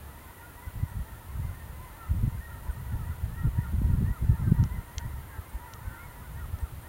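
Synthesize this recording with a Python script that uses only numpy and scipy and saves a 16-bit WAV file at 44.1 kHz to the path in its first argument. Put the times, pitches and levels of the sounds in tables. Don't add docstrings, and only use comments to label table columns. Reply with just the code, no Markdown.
import sys
import numpy as np
from scipy import signal
from scipy.fft import rfft, irfft
from scipy.io import wavfile
from scipy.ndimage import uniform_filter1d

SR = 44100
rng = np.random.default_rng(int(sys.argv[2]) if len(sys.argv) > 2 else 0)


def materialize(psi):
    bounded = np.clip(np.atleast_2d(psi).T, -1, 1)
    quanta = np.round(bounded * 32767).astype(np.int16)
    wavfile.write(sys.argv[1], SR, quanta)


N = 303408
TIME = np.arange(N) / SR


def undb(db):
    return 10 ** (np.asarray(db) / 20)


def unit(x):
    return x / np.sqrt(np.mean(x ** 2))


def curve(rows):
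    return np.interp(TIME, *np.transpose(rows))


def add(out, start_s, sound):
    i = int(np.clip(start_s * SR, 0, N - 1))
    out[i:i + len(sound)] += sound[:N - i]


def noise(spectrum):
    hz, db = np.transpose(spectrum)
    bins_hz = np.maximum(np.fft.rfftfreq(N, 1 / SR), 1)
    gain = undb(np.interp(np.log(bins_hz), np.log(hz), db))
    return unit(irfft(rfft(rng.standard_normal(N)) * gain, N))


def walk(t, rate_hz):
    steps = rng.standard_normal(int(t[-1] * rate_hz) + 2)
    return np.interp(t * rate_hz, np.arange(len(steps)), steps)


def woods(x, t60_s, wet_db):
    t = np.arange(SR) / SR
    tail = rng.standard_normal(SR) * undb(-60 * t / t60_s) * (1 - np.exp(-t / 0.01))
    return x + undb(wet_db) * signal.fftconvolve(x, tail / np.linalg.norm(tail))[:N]


def honk(length_s, top_hz, depth, bright_db, closing, rasp=0.35, throat_hz=955, throat_width_hz=170):
    t = np.arange(int(length_s * SR)) / SR
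    u = t / length_s
    arch = 1 - depth * np.where(u < 0.5, 0.7 * (1 - 2 * u) ** 2, np.abs(2 * u - 1) ** 3)
    pitch_hz = top_hz * arch * (1 + 0.0095 * walk(t, 200.3) + 0.0059 * walk(t, 45.2))
    phase = 2 * np.pi * np.cumsum(pitch_hz) / SR
    opened = np.minimum(u / 0.13, 1)
    closed = 1 / (1 + np.exp(-(u - closing) / 0.044))
    lower_resonance = undb(2) / np.hypot(1, 2 * (2 * pitch_hz - throat_hz) / throat_width_hz)
    harmonics = {2: undb(-bright_db / 2) * lower_resonance * (1 - 0.51 * closed),
                 3: undb(5) * (0.063 + 1.17 * closed),
                 4: undb(bright_db / 2) * opened * (1 - 0.58 * closed)}
    voice = sum(gain * np.sin(k * phase) * (1 + rasp * walk(t, 90)) for k, gain in harmonics.items())
    return voice * np.sqrt(np.abs(np.sin(np.pi * u)))


def far_flock(count=200, scatter_db=2):
    # t/s, level/dB
    levels = [(0, -56.5), (1.5, -57.5), (2.8, -56.5), (3.6, -60), (4.6, -55), (5.2, -55), (6.0, -56.5),
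              (6.88, -63)]
    out = np.zeros(N)
    for k, (shift, length, pitch, strength) in enumerate(rng.standard_normal((count, 4))):
        length_s = 0.11 * np.exp(0.15 * length)
        top_hz = 482 * np.exp(0.06 * pitch)
        call = honk(length_s, top_hz, depth=0.1508, bright_db=-1, closing=0.74)
        start_s = (k + shift / 2 - 1) * N / SR / count
        add(out, start_s, call * undb(scatter_db * strength))
    return unit(woods(out, t60_s=0.79, wet_db=-7.5)) * undb(curve(levels))


def air():
    # f/Hz, relative density/dB
    spectrum = [(100, -6.5), (250, -0.5), (400, -3.5), (650, -4.5), (1000, -4.5), (1600, -9.5), (2300, -14),
                (3000, -15.5), (4200, -19.5), (5300, -26), (7000, -31)]
    return noise(spectrum) * undb(-53 + 0.21 * walk(TIME, 2.49))


def wind_strength_db(puff_db=2.5, attack_s=0.0099, release_s=0.0085):
    # t/s, level/dB
    breeze = [(0, -48.5), (.55, -51.5), (1.1, -45), (1.95, -47.5), (2.9, -39), (4.15, -46), (4.9, -49),
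              (5.25, -42), (5.65, -49.5), (5.9, -44), (6.88, -47.5)]
    # t/s, length/s, level/dB
    gusts = [(.76, 0.095, -34), (0.961, 0.061, -32), (1.318, 0.21, -33), (1.574, 0.3, -43),
             (2.099, .19, -28), (2.324, 0.073, -31.5), (2.871, 0.24, -34), (3.206, 0.49, -32.5),
             (3.446, 0.04, -25), (3.741, 0.21, -23), (3.976, .14, -26), (4.214, 0.14, -27.5),
             (4.401, 0.26, -26), (4.65, 0.152, -33.5), (5.034, 0.15, -35), (6.299, .2, -35.5),
             (6.725, 0.077, -42.5)]
    power = undb(curve(breeze) + puff_db * walk(TIME, 24)) ** 2
    for start_s, length_s, level_db in gusts:
        early_s = np.maximum(start_s - TIME, 0)
        late_s = np.maximum(TIME - start_s - length_s, 0)
        power += (undb(level_db) * np.exp(-early_s / attack_s - late_s / release_s)) ** 2
    return 10 * np.log10(power)


def wind(flutter_db=3, soft_hz=150, bright_from_db=-38, bright_range_db=16.5):
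    # f/Hz, relative density/dB
    spectrum = [(12, -29), (20, -13), (53, -1), (70, 2), (156, -8.5), (192, -11), (258, -22.5), (323, -28),
                (404, -34), (497, -40.5), (700, -60), (910, -80), (1540, -120)]
    gust_db = wind_strength_db() + flutter_db * walk(TIME, 42)
    rumble = noise(spectrum)
    rumble /= np.sqrt(uniform_filter1d(rumble ** 2, size=1600) + 0.0083)
    soft = signal.sosfilt(signal.butter(2, soft_hz, fs=SR, output="sos"), rumble)
    force = np.clip((gust_db - bright_from_db) / bright_range_db, 0, 1)
    return (force * rumble + (1 - force) * soft) * undb(gust_db)


def near_geese():
    # t/s, length/s, top f0/Hz, arch depth/0-1, level/dB,
    # tilt of harmonic 4 over 2/dB, bill closing point/0-1 of the call
    honks = [(0.36, .16, 473, 0, -59.5, -3, 0.35), (0.551, 0.17, 509, 0.2, -60, -3, .7),
             (1.057, .12, 462, 0, -61, 4, .55), (1.227, 0.12, 527, 0.28, -60, -5, .9),
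             (1.457, .13, 518, .05, -61, -1, .95), (1.53, .12, 460, 0.07, -62.5, 17, .9),
             (1.781, 0.11, 518, 0.19, -56, -13, 1), (1.904, 0.17, 456, .13, -54, 1.5, 0.44),
             (2.39, .17, 470.6, 0.11, -54, 9.5, .68), (2.644, 0.09, 511, 0.33, -56.5, -13, 0.57),
             (2.852, .096, 495, .1, -60, 3, 0.45), (2.9, 0.16, 440, 0.14, -57, -5, .6),
             (3.03, 0.11, 486, 0.21, -52.5, 3, 0.7), (3.273, 0.19, 452, .2, -58, 0, 0.48),
             (3.329, 0.16, 472, 0.09, -55, 11, .7), (3.541, .14, 485, 0.09, -52, 0, 0.7),
             (3.567, 0.11, 460, 0.2, -54.5, 2, 0.8), (3.805, .16, 473, 0.05, -56.5, -3, 0.66),
             (4.039, 0.15, 480, 0.2, -51.5, 5, 0.66), (4.276, .17, 461, .16, -58, -12, 0.53),
             (4.353, 0.2, 526, 0.15, -58, -3, 0.46), (4.528, 0.14, 467, 0.15, -55.5, -6, 1),
             (4.672, 0.14, 508, .18, -55.5, 4, 0.82), (4.902, 0.066, 495, 0.4, -65, 8, 1),
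             (5, 0.074, 475, 0, -51, -2, 0.87), (5.036, 0.12, 520, 0.07, -60, -3, 0.87),
             (5.17, 0.104, 534, 0.04, -64, 4, 0.44), (5.24, 0.168, 537.9, 0.08, -60, -8, 0.43),
             (5.29, 0.16, 451, .24, -59, -6, 0.46), (5.582, 0.12, 491, 0.15, -56, -9.5, 0.86),
             (5.609, 0.17, 453, 0.17, -55, -6, 0.53), (5.759, 0.27, 510, 0.07, -58, -6, 0.3),
             (5.85, 0.14, 469, 0.17, -56, -3, 0.4), (5.89, 0.19, 471.5, 0.18, -56, 5, 0.4),
             (5.953, 0.17, 548, 0.25, -57, 3, 0.82), (6.138, 0.16, 495, 0.14, -59.5, -5, .6),
             (6.334, .13, 475, 0.32, -53.5, -1, .55), (6.484, .11, 445, .14, -60, -3, 0.44),
             (6.571, 0.11, 469, 0.2, -56.5, -3, 0.7), (6.811, .13, 472, 0.43, -55.5, 2, 0.5)]
    out = np.zeros(N)
    for start_s, length_s, top_hz, depth, level_db, bright_db, closing in honks:
        add(out, start_s, undb(level_db) * honk(length_s, top_hz, depth, bright_db, closing))
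    return woods(out, t60_s=0.87, wet_db=-13.5)


def eddies(width_cycles=0.49, small_db=-15):
    # t/s, level/dB, centre f/Hz
    buffets = [(.678, -27.5, 70), (0.834, -18, 112), (0.97, -26.5, 77), (1.399, -24, 110),
               (2.115, -16.5, 83.4), (2.235, -27, 182), (2.28, -17, 120), (2.699, -21.5, 59.5),
               (3.243, -20, 76), (3.447, -20, 117), (3.589, -14, 109), (3.818, -22, 199), (3.847, -16, 89),
               (4.299, -13, 98), (4.479, -13, 128), (4.522, -9, 150.8), (4.601, -11.5, 109),
               (4.627, -16, 140), (4.978, -27, 68.5), (5.394, -27, 79), (5.558, -26, 54.5), (5.88, -26, 77),
               (6.541, -23.5, 75.5), (6.636, -21.5, 65)]
    out = np.zeros(N)
    t = np.arange(-SR // 20, SR // 20) / SR

    def pulse(hz):
        envelope = np.exp(-0.5 * (t * hz / width_cycles) ** 2)
        return envelope * np.sin(2 * np.pi * hz * t + rng.uniform(0, 2 * np.pi))

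    for centre_s, level_db, hz in buffets:
        thump = pulse(hz) + undb(small_db) * pulse(2 * hz)
        add(out, centre_s + t[0], undb(level_db) * thump)
    return out


def small_bird(length_s=0.029, droop=0.112, waver=0.015):
    # t/s, top f/Hz, level/dB
    chips = [(.878, 8450, -62), (2.704, 8900, -57), (4.46, 8450, -64), (5.486, 8730, -58),
             (6.594, 8600, -56), (6.81, 8950, -58)]
    out = np.zeros(N)
    u = np.linspace(0, 1, int(length_s * SR))
    for start_s, top_hz, level_db in chips:
        pitch_hz = top_hz * (1 - droop * (2 * u - 0.8) ** 2 + waver * walk(u * length_s, 690))
        phase = 2 * np.pi * np.cumsum(pitch_hz) / SR
        add(out, start_s, undb(level_db) * np.sin(np.pi * u) * np.sin(phase))
    return woods(out, t60_s=0.3, wet_db=-6.5)


def twigs(crackle_db=-15, crackle_s=0.0057, soft_hz=7300, thin_hz=2300):
    # t/s, level/dB, woody knock/dB, pitch ratio
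    ticks = [(4.6387, -37.5, 3.5, 0.88), (4.9823, -26, -18, 0.94), (5.737, -38, -7, 0.9),
             (6.588, -49, -3.5, 0.95)]
    # base f/Hz, level/dB, t60/s
    modes = [(1020, -26, 0.028), (1450, 0.5, 0.016), (2270, -13, 0.028), (3470, -8.5, 0.013),
             (4470, 6, 0.0017), (6220, 3, 0.0035), (6610, -5, 0.0063), (7520, -15, 0.023)]
    out = np.zeros(N)
    t = np.arange(SR // 20) / SR
    highpass = signal.butter(2, thin_hz, "highpass", fs=SR, output="sos")
    lowpass = signal.butter(6, soft_hz, fs=SR, output="sos")
    for start_s, level_db, knock_db, ratio in ticks:
        ring = np.zeros(len(t))
        for hz, mode_db, t60_s in modes:
            mode = undb(mode_db - 60 * t / t60_s) * np.sin(2 * np.pi * hz * ratio * t)
            ring += undb(knock_db) * mode if hz < 2000 else signal.sosfilt(highpass, mode)
        crackle = rng.standard_normal(len(t)) * np.exp(-t / crackle_s) / np.sqrt(crackle_s * SR / 2)
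        push = undb(crackle_db) * crackle
        push[0] += 1
        add(out, start_s, undb(level_db) * signal.fftconvolve(push, ring))
    return woods(signal.sosfilt(lowpass, out), t60_s=0.2, wet_db=-32)


def scene():
    return (near_geese() + far_flock() + wind() + eddies() + twigs() + small_bird() + air())[None]


def record(dry, hiss_db=-54.5, notch_hz=7860, top_hz=15800):
    # f/Hz, relative density/dB
    spectrum = [(3000, -32), (5000, -13.5), (6500, -7.5), (8500, -2.5), (12000, 0.5), (16000, 1)]
    noisy = dry + noise(spectrum) * undb(hiss_db)
    notch = signal.butter(2, [notch_hz - 135, notch_hz + 135], "bandstop", fs=SR, output="sos")
    lowpass = signal.ellip(12, 0.1, 80, top_hz, fs=SR, output="sos")
    return signal.sosfilt(lowpass, signal.sosfilt(notch, noisy))


dry = scene()
out = record(dry)
materialize(out)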